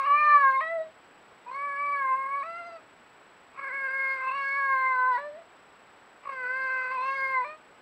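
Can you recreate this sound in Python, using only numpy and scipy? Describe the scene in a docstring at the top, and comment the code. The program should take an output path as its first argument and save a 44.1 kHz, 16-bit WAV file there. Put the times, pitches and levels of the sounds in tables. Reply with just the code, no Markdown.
"""A trail camera hisses and whines faintly all through a night scene in a small backyard.
Right beside it a cat yowls four times: at once, then at about 1.5, 3.6 and 6.3 seconds.
Each yowl starts with a rasp, holds a wavering tone near 540 Hz, then breaks upward into a soft,
thin tail. The cat's vibrating vocal folds make the tone, and its mouth and throat shape it.
The ground, planters and walls answer each yowl with brief echoes."""
import sys
import numpy as np
from scipy import signal
from scipy.fft import rfft, irfft, next_fast_len
from scipy.io import wavfile

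SR = 44100
rng = np.random.default_rng(int(sys.argv[2]) if len(sys.argv) > 2 else 0)


def master_out(mix):
    """Clip the mix to full scale and print it as 16-bit PCM to the path in sys.argv[1]."""
    frames = np.transpose(np.atleast_2d(mix))
    ceiling = np.clip(frames, -1, 1)
    pcm = np.round(ceiling * 32767).astype(np.int16)
    wavfile.write(sys.argv[1], SR, pcm)


N = 344421
TIME = np.arange(N) / SR
REST_DB, REST_MOUTH_HZ = -30, 1265   # level and mouth resonance of an ordinary held tone

# The held tone, one list per yowl. A resonance is a frequency that the mouth or throat boosts.
# Each row: time in seconds, pitch in Hz, level in dB, mouth resonance in Hz, throat resonance in Hz.
HELD_TONES = [
    [(0.0, 555, -24, 1117, 2350), (0.031, 539, -30.5, 1196, 2410), (0.047, 554, -28, 1185, 2570),
     (0.119, 573.7, -19.5, 1186, 2570), (0.174, 592.5, -23, 1308, 2420), (0.263, 599, -21, 1370, 2146),
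     (0.351, 583, -15, 1252, 2160), (0.401, 565.6, -23.4, 1300, 2035), (0.458, 541, -18, 1196, 1900),
     (0.514, 529.5, -24.5, 1278, 1830), (0.605, 533.6, -25, 1011, 2400)],
    [(1.47, 483, -41.5, 960, 2570), (1.568, 561, -34, 1210, 2173), (1.649, 573.6, -32, 1225, 2230),
     (1.751, 561, -34, 1373, 2100), (1.81, 574.4, -30, 1220, 2267), (1.933, 571.4, -28, 1187, 2300),
     (1.977, 563.6, -30.0, 1330, 2084), (2.052, 528.6, -27, 1129, 2017), (2.128, 524.3, -21.5, 1046, 2300),
     (2.203, 537, -34.2, 1154, 2232), (2.37, 563, -29, 1175, 2394), (2.426, 556, -30.5, 1100, 2370)],
    [(3.585, 544, -38.3, 1197, 2110), (3.635, 547.4, -37.5, 1330, 2120), (3.69, 533, -36.5, 1410, 2074),
     (3.759, 550.5, -33.5, 1433, 2163), (3.885, 530.5, -31.5, 1500, 2360),
     (3.929, 538.2, -31.5, 1500, 2230), (4.091, 539.3, -30, 1432, 2174), (4.204, 528, -34.5, 1345, 2190),
     (4.29, 522.8, -28, 1155, 2570), (4.365, 558, -32, 1277, 2620), (4.468, 547.8, -31, 1467, 2325),
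     (4.585, 556.2, -28, 1374, 2093), (4.769, 526.8, -24.5, 1229, 1956), (4.888, 521, -25, 1173, 2096),
     (4.975, 506.7, -25.5, 1188, 1800), (5.092, 509.4, -22.5, 1116, 1770), (5.172, 483, -27, 1040, 1984)],
    [(6.265, 566, -35, 1092, 2500), (6.354, 523.3, -38.5, 1350, 2310), (6.451, 497, -30.5, 1412, 2196),
     (6.595, 527.6, -31, 1403, 2324), (6.779, 515.7, -29.5, 1400, 2314), (6.907, 513, -32.5, 1344, 2353),
     (6.918, 524, -32, 1256, 2380), (6.983, 507, -28, 1064, 2483), (7.069, 535.4, -30.5, 1205, 2550),
     (7.135, 542.7, -30.5, 1300, 2470), (7.18, 539.6, -31.5, 1393, 2037), (7.322, 530, -28.0, 1315, 2190),
     (7.387, 511, -23.5, 1077, 2050), (7.44, 494, -31, 1036, 2350)],
]
# The thin tail, one list per yowl. Harmonics are multiples of the pitch; the first is the fundamental.
# Each row: time in seconds, pitch in Hz, fundamental in dB, level of the harmonics just above it in dB.
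THIN_TAILS = [
    [(0.615, 627, -41.5, -31.5), (0.651, 643, -42, -33), (0.723, 669.3, -32.5, -36.5),
     (0.775, 653, -31, -44.5), (0.789, 637, -29.5, -50), (0.813, 648.7, -29.5, -48),
     (0.87, 631.6, -46, -64)],
    [(2.436, 647, -48.5, -39.5), (2.464, 657, -45, -39), (2.596, 695, -47, -39), (2.634, 679, -44, -44.5),
     (2.676, 687, -44, -45), (2.764, 659, -47, -50), (2.79, 628, -57, -56)],
    [(5.182, 555, -44, -37), (5.214, 580, -45.5, -40), (5.27, 593.4, -37.5, -46), (5.302, 583, -40, -64),
     (5.352, 610, -44.5, -59), (5.39, 687, -46, -67), (5.425, 640, -56, -71)],
    [(7.45, 590, -46, -36.5), (7.466, 593, -45, -43), (7.506, 613, -48, -40.5), (7.56, 625, -52.5, -55.5)],
]
# What sets each yowl apart. Each row: resting level of the fundamental in dB,
# stretch factor of the high resonances, flicker of the harmonics in dB.
YOWL_TRAITS = [(-50, 0.947, 2), (-50.5, 1.03, 4), (-50.5, 0.97, 1), (-47.5, 0.996, 1.0)]


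def from_db(db):
    """Turn decibels into a gain to multiply by."""
    return 10 ** (np.asarray(db) / 20)


def rms_one(x):
    """Scale a signal to an average power of 1."""
    return x / np.sqrt(np.mean(x ** 2) + 1e-20)


def in_time(rows, t):
    """Read each column of a table at the times t, gliding from row to row."""
    seconds, *columns = np.transpose(rows)
    return [np.interp(t, seconds, column) for column in columns]


def at_hz(points, hz):
    """Read a table of frequencies and decibels as gains at hz."""
    known_hz, db = np.transpose(points)
    return from_db(np.interp(np.log(np.maximum(hz, 1)), np.log(known_hz), db))


def gate(t, start, end, fade_s):
    """A gain of 1 from start to end, with a short fade outside."""
    return np.clip(1 + np.minimum(t - start, end - t) / fade_s, 0, 1)


def bump(x, centre, half_width):
    """A bell-shaped curve that reaches 1 at its centre."""
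    return np.exp(-np.minimum(((x - centre) / half_width) ** 2, 20))


def flutter(rate_hz, size):
    """A random wobble of typical size 1, mostly slower than rate_hz."""
    padded = next_fast_len(size)
    hz = np.fft.rfftfreq(padded, 1 / SR)
    white = rfft(rng.standard_normal(padded + 2))[:len(hz)]
    return rms_one(irfft(white / (1 + (hz / rate_hz) ** 2) ** 2, padded)[:size])


def hiss(level_db=-55.5, white_db=-84):
    """Steady microphone noise, strongest in the midrange, over a trace of white noise."""
    # The colour of the hiss. Each row: frequency in Hz, relative level in dB.
    spectrum = [(10, -29), (25, -16.5), (50, -14.5), (100, -10.5), (200, -5), (400, -2), (900, -1),
                (1500, -2.5), (2800, -10.5), (4200, -19.5), (5400, -23.5), (6000, -32.5), (7000, -35.5),
                (9000, -61)]
    size = next_fast_len(N, True)
    gains = at_hz(spectrum, np.fft.rfftfreq(size, 1 / SR))
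    shaped = irfft(rfft(rng.standard_normal(size)) * gains, size)[:N]
    return from_db(level_db) * rms_one(shaped) + from_db(white_db) * rng.standard_normal(N)


def whine(pitch_hz=7797, flips_per_s=59.4, flipping_db=-71, steady_db=-80, octave_db=-92):
    """The camera's thin electronic tone keeps flipping its sign, which makes it buzz."""
    phase = 2 * np.pi * pitch_hz * TIME
    flips = np.sign(np.sin(np.pi * flips_per_s * TIME))
    buzz = (from_db(flipping_db) * flips + from_db(steady_db)) * np.sin(phase)
    return buzz + from_db(octave_db) * np.sin(2 * phase)


def yard(sound, decay_s=.25, reverb_db=-15.5, cutoff_hz=7900):
    """The yard sends back a few distinct echoes and a short, dull wash of sound."""
    # Bounces off the ground, planters and wall. Each row: delay in seconds, level in dB.
    echoes = [(0.013, -30.5), (0.0242, -21), (0.0316, -15)]
    t = TIME[:SR // 2]
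    reverb = rng.standard_normal(len(t)) * from_db(-60 * t / decay_s)
    response = from_db(reverb_db) * reverb / np.sqrt(np.sum(reverb ** 2))
    for delay, db in echoes:
        response[round(delay * SR)] += from_db(db)
    response = signal.sosfilt(signal.butter(2, cutoff_hz, fs=SR, output="sos"), response)
    return signal.fftconvolve(sound, response)[:N]


def voice_controls(t):
    """The cat's pitch, level, mouth and throat resonances, brightening and fundamental level over time."""
    # The jaw stays set through each tail.
    # Each row: mouth resonance in Hz, throat resonance in Hz, brightening in dB per octave.
    tail_shapes = [(780, 2084, 7.5), (1199, 2375, 4), (850, 1920, 9), (965, 2280, 6)]
    rows = []
    for hold, tail, shape, (resting_db, *_) in zip(HELD_TONES, THIN_TAILS, tail_shapes, YOWL_TRAITS):
        for s, pitch, db, mouth_hz, throat_hz in hold:
            # more effort and a more open mouth both let out more of the fundamental
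            lift_db = 0.45 * (db - REST_DB) + 0.007 * (mouth_hz - REST_MOUTH_HZ)
            rows.append((s, pitch, db, mouth_hz, throat_hz, 0, resting_db + lift_db))
        rows += [(s, pitch, db, *shape, fundamental_db) for s, pitch, fundamental_db, db in tail]
    return in_time(rows, t)


def hoarseness(t, calm_roughness=.08):
    """How rough the vocal folds are, from 0 to 1, and the gain of the rasp that comes with it."""
    # Hoarse moments. Each row: middle in seconds, half length in seconds, added roughness, rasp in dB.
    patches = [(.05, 0.094, 0.26, -45.5), (.33, 0.13, 0, -53), (1.51, .06, .55, -58.5),
               (2.26, 0.024, 0.39, -65), (3.59, 0.048, 0.92, -49), (3.70, 0.07, 0.68, -53.5),
               (4.02, 0.19, 0.06, -52.5), (4.28, 0.11, 0.48, -53.5), (6.245, 0.017, .3, -54.5),
               (6.285, 0.037, 0.77, -45.5), (6.46, 0.033, 0.36, -52.5), (6.78, 0.16, 0.09, -52.5),
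               (6.99, 0.15, 0.43, -60.5)]
    breaks = [(tail[0][0], .022, .45, -57.5) for tail in THIN_TAILS]   # each upward break is hoarse too
    rough, rasp_gain = calm_roughness, 0
    for s, half_s, roughness, db in [*patches, *breaks]:
        patch = bump(t, s, half_s)
        rough += roughness * patch
        rasp_gain += from_db(db) * patch
    return np.clip(rough, 0, 1), rasp_gain


def sputter(lean=0.57):
    """The gain of a throat that opens and shuts in quick bursts; lean makes the dips outweigh the peaks."""
    # Catches in the voice. Each row: middle in seconds, half length in seconds,
    # bursts per second, swing in dB.
    catches = [(0.143, 0.052, 43, 0.5), (1.516, .04, 62, 4), (2.024, .025, 25, 2), (2.266, 0.036, 41, 3),
               (3.595, .02, 48, 4), (4.317, 0.018, 50, 3.5), (6.276, 0.027, 50, 8.5), (7, .05, 58, 0)]
    return from_db(sum(swing_db * bump(TIME, s, half_s) * (np.cos(2 * np.pi * rate * (TIME - s)) - lean)
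                       for s, half_s, rate, swing_db in catches))


def resonant_noise(hz, width_hz):
    """Noise ringing around a frequency that may move."""
    phase = 2 * np.pi * np.cumsum(hz * np.ones(N)) / SR
    return flutter(width_hz, N) * np.cos(phase) + flutter(width_hz, N) * np.sin(phase)


def rasp(spans, resting_db=-62.5):
    """The noisy part of the voice rings in mouth and throat, and grows with effort and an open jaw."""
    # Throat resonances that stay put. Each row: frequency in Hz, width in Hz, relative level in dB.
    resonances = [(2280, 520, -6), (4300, 900, -27)]
    _, level_db, mouth_hz, *_ = voice_controls(TIME)
    _, hoarse_gain = hoarseness(TIME)
    steady_db = resting_db + 0.38 * (level_db - REST_DB) + 0.0188 * (mouth_hz - REST_MOUTH_HZ)
    steady_gain = from_db(steady_db) * sum(gate(TIME, *span, fade_s=.06) for span in spans)
    throat = sum(from_db(db) * resonant_noise(hz, width) for hz, width, db in resonances)
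    mouth = resonant_noise(mouth_hz, width_hz=260)
    return np.hypot(steady_gain, hoarse_gain) * (mouth + throat)


def low_harmonics(t, hz, mouth_hz, throat_hz, brighten_db, mouth_width_hz=100, throat_width_hz=114):
    """Gains of the low harmonics, which swell as the mouth and throat resonances pass over them."""
    # the folds part for an instant as the voice breaks, which widens the resonances
    breaks = [(hold[-1][0] + tail[0][0]) / 2 for hold, tail in zip(HELD_TONES, THIN_TAILS)]
    widening = 1 + 2 * sum(bump(t, s, .006) for s in breaks)
    # a hollow in the tone, at about 2.3-3.4 kHz, softens the harmonics passing through it
    hollow_db = -6.5 * bump(hz, 1.283 * throat_hz, 393)
    tilt_db = (brighten_db - 4.5) * np.log2(hz / hz[0])   # the folds alone lose 4.5 dB per octave
    gain = from_db(tilt_db + hollow_db)
    for centre, width in ((mouth_hz, mouth_width_hz), (throat_hz, throat_width_hz)):
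        gain = gain / np.hypot(1 - (hz / centre) ** 2, hz * width * widening / centre ** 2)
    return gain / np.sqrt(np.sum(gain ** 2, axis=0))


def high_harmonics(hz, mouth_hz, stretch, shut_mouth_hz=1120, jaw_pull=0.43):
    """Gains of the high harmonics, which slide under resonances that rise as the jaw opens."""
    # The high resonances with the mouth at rest. Each row: frequency in Hz, relative level in dB.
    spectrum = [(3050, -2), (3550, -7.5), (4150, 0), (4600, 1.5), (5150, -15.5), (5600, -16), (6050, -16.5),
                (6500, -25), (8000, -40.5)]
    shift = stretch * (np.maximum(mouth_hz, shut_mouth_hz) / REST_MOUTH_HZ) ** jaw_pull
    gain = at_hz(spectrum, hz / shift)
    return gain / np.sqrt(np.sum(gain ** 2, axis=0))


def fold_phase(t, pitch, rough):
    """Where the folds are in their cycle: the pitch wavers, jitters when rough and sometimes cracks."""
    # Brief flicks of pitch. 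Each row: middle in seconds, half length in seconds, share of the pitch.
    cracks = [(0.065, 0.0057, 0.083), (3.708, 0.0069, -0.056), (3.887, 0.011, -0.028),
              (4.306, 0.0055, -.03), (6.465, 0.0043, -0.017)]
    waver = .003 * flutter(30, len(t))
    jitter = rough * (.012 * flutter(70, len(t)) + 0.022 * flutter(180, len(t)))
    flicks = sum(share * bump(t, s, half_s) for s, half_s, share in cracks)
    return 2 * np.pi * np.cumsum(pitch * (1 + waver + jitter + flicks)) / SR


def yowl(start, end, treble, stretch, flicker_db, treble_trim_db=-1.74, smear=.7, fade_s=.012):
    """One call: 14 harmonics from vocal folds whose timing and strength shake when the voice is rough."""
    sounding = (TIME > start - fade_s) & (TIME < end + fade_s)
    t = TIME[sounding]
    pitch, level_db, mouth_hz, throat_hz, brighten_db, fundamental_db = voice_controls(t)
    treble_db, = in_time(treble, t)
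    rough, _ = hoarseness(t)
    phase = fold_phase(t, pitch, rough)
    low_hz, high_hz = np.outer(range(2, 6), pitch), np.outer(range(6, 15), pitch)
    low = from_db(level_db) * low_harmonics(t, low_hz, mouth_hz, throat_hz, brighten_db)
    high = from_db(treble_db + treble_trim_db) * high_harmonics(high_hz, mouth_hz, stretch)
    tone = 0
    for k, gain in enumerate([from_db(fundamental_db), *low, *high], 1):
        uneven_db = 0.2779 * k * flutter(60, len(t))   # the folds close a little differently each time
        # a harmonic on a resonance holds steady; the weaker ones quiver
        weakness = np.clip(1 - gain / from_db(level_db), 0, 1)
        quiver_db = flicker_db * weakness * min(k / 5, 1) * flutter(45, len(t))
        wave = np.sqrt(2) * np.cos(k * phase - smear * k ** 2)   # the throat smears each pulse in time
        tone += gain * from_db(uneven_db + quiver_db) * wave
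    # rough folds alternate strong and weak pulses, which adds tones between the harmonics
    tone *= 1 + 0.087 * rough * flutter(70, len(t)) * np.cos(phase / 2)
    shudder_db = 2 * rough * flutter(60, len(t))
    call = np.zeros(N)
    call[sounding] = tone * from_db(shudder_db) * gate(t, start, end, fade_s)
    return call


def cat():
    """Four yowls and their rasp, sputtering where the voice catches."""
    # The high harmonics, one list per yowl. Each row: time in seconds, level in dB before the trim.
    trebles = [
        [(0.01, -59), (0.196, -60), (0.27, -55), (0.686, -60.5), (0.728, -72), (0.842, -70), (0.846, -84),
         (0.87, -73)],
        [(1.47, -81), (1.528, -64.5), (1.65, -74.5), (1.958, -68), (2.274, -76.5), (2.444, -65), (2.756, -67.5),
         (2.79, -75)],
        [(3.585, -74), (4.133, -59), (4.215, -65.5), (4.399, -57), (5.111, -64), (5.127, -53), (5.389, -83),
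         (5.425, -77)],
        [(6.265, -85), (6.333, -61), (6.347, -69), (6.631, -59.5), (6.873, -62), (7.093, -54), (7.497, -64),
         (7.56, -80)],
    ]
    spans = [(hold[0][0], tail[-1][0]) for hold, tail in zip(HELD_TONES, THIN_TAILS)]
    voice = sum(yowl(*span, treble, stretch, flicker_db)
                for span, treble, (_, stretch, flicker_db) in zip(spans, trebles, YOWL_TRAITS))
    return (voice + rasp(spans)) * sputter()


def scene():
    """The cat and its echoes over the noise of the camera, in one channel."""
    calls = cat()
    return (calls + yard(calls) + hiss() + whine())[None]


def record(dry):
    """Cut away the highest treble steeply."""
    cutoff_hz = 15700
    return signal.sosfilt(signal.ellip(10, .1, 80, cutoff_hz, fs=SR, output="sos"), dry)


dry = scene()
out = record(dry)
master_out(out)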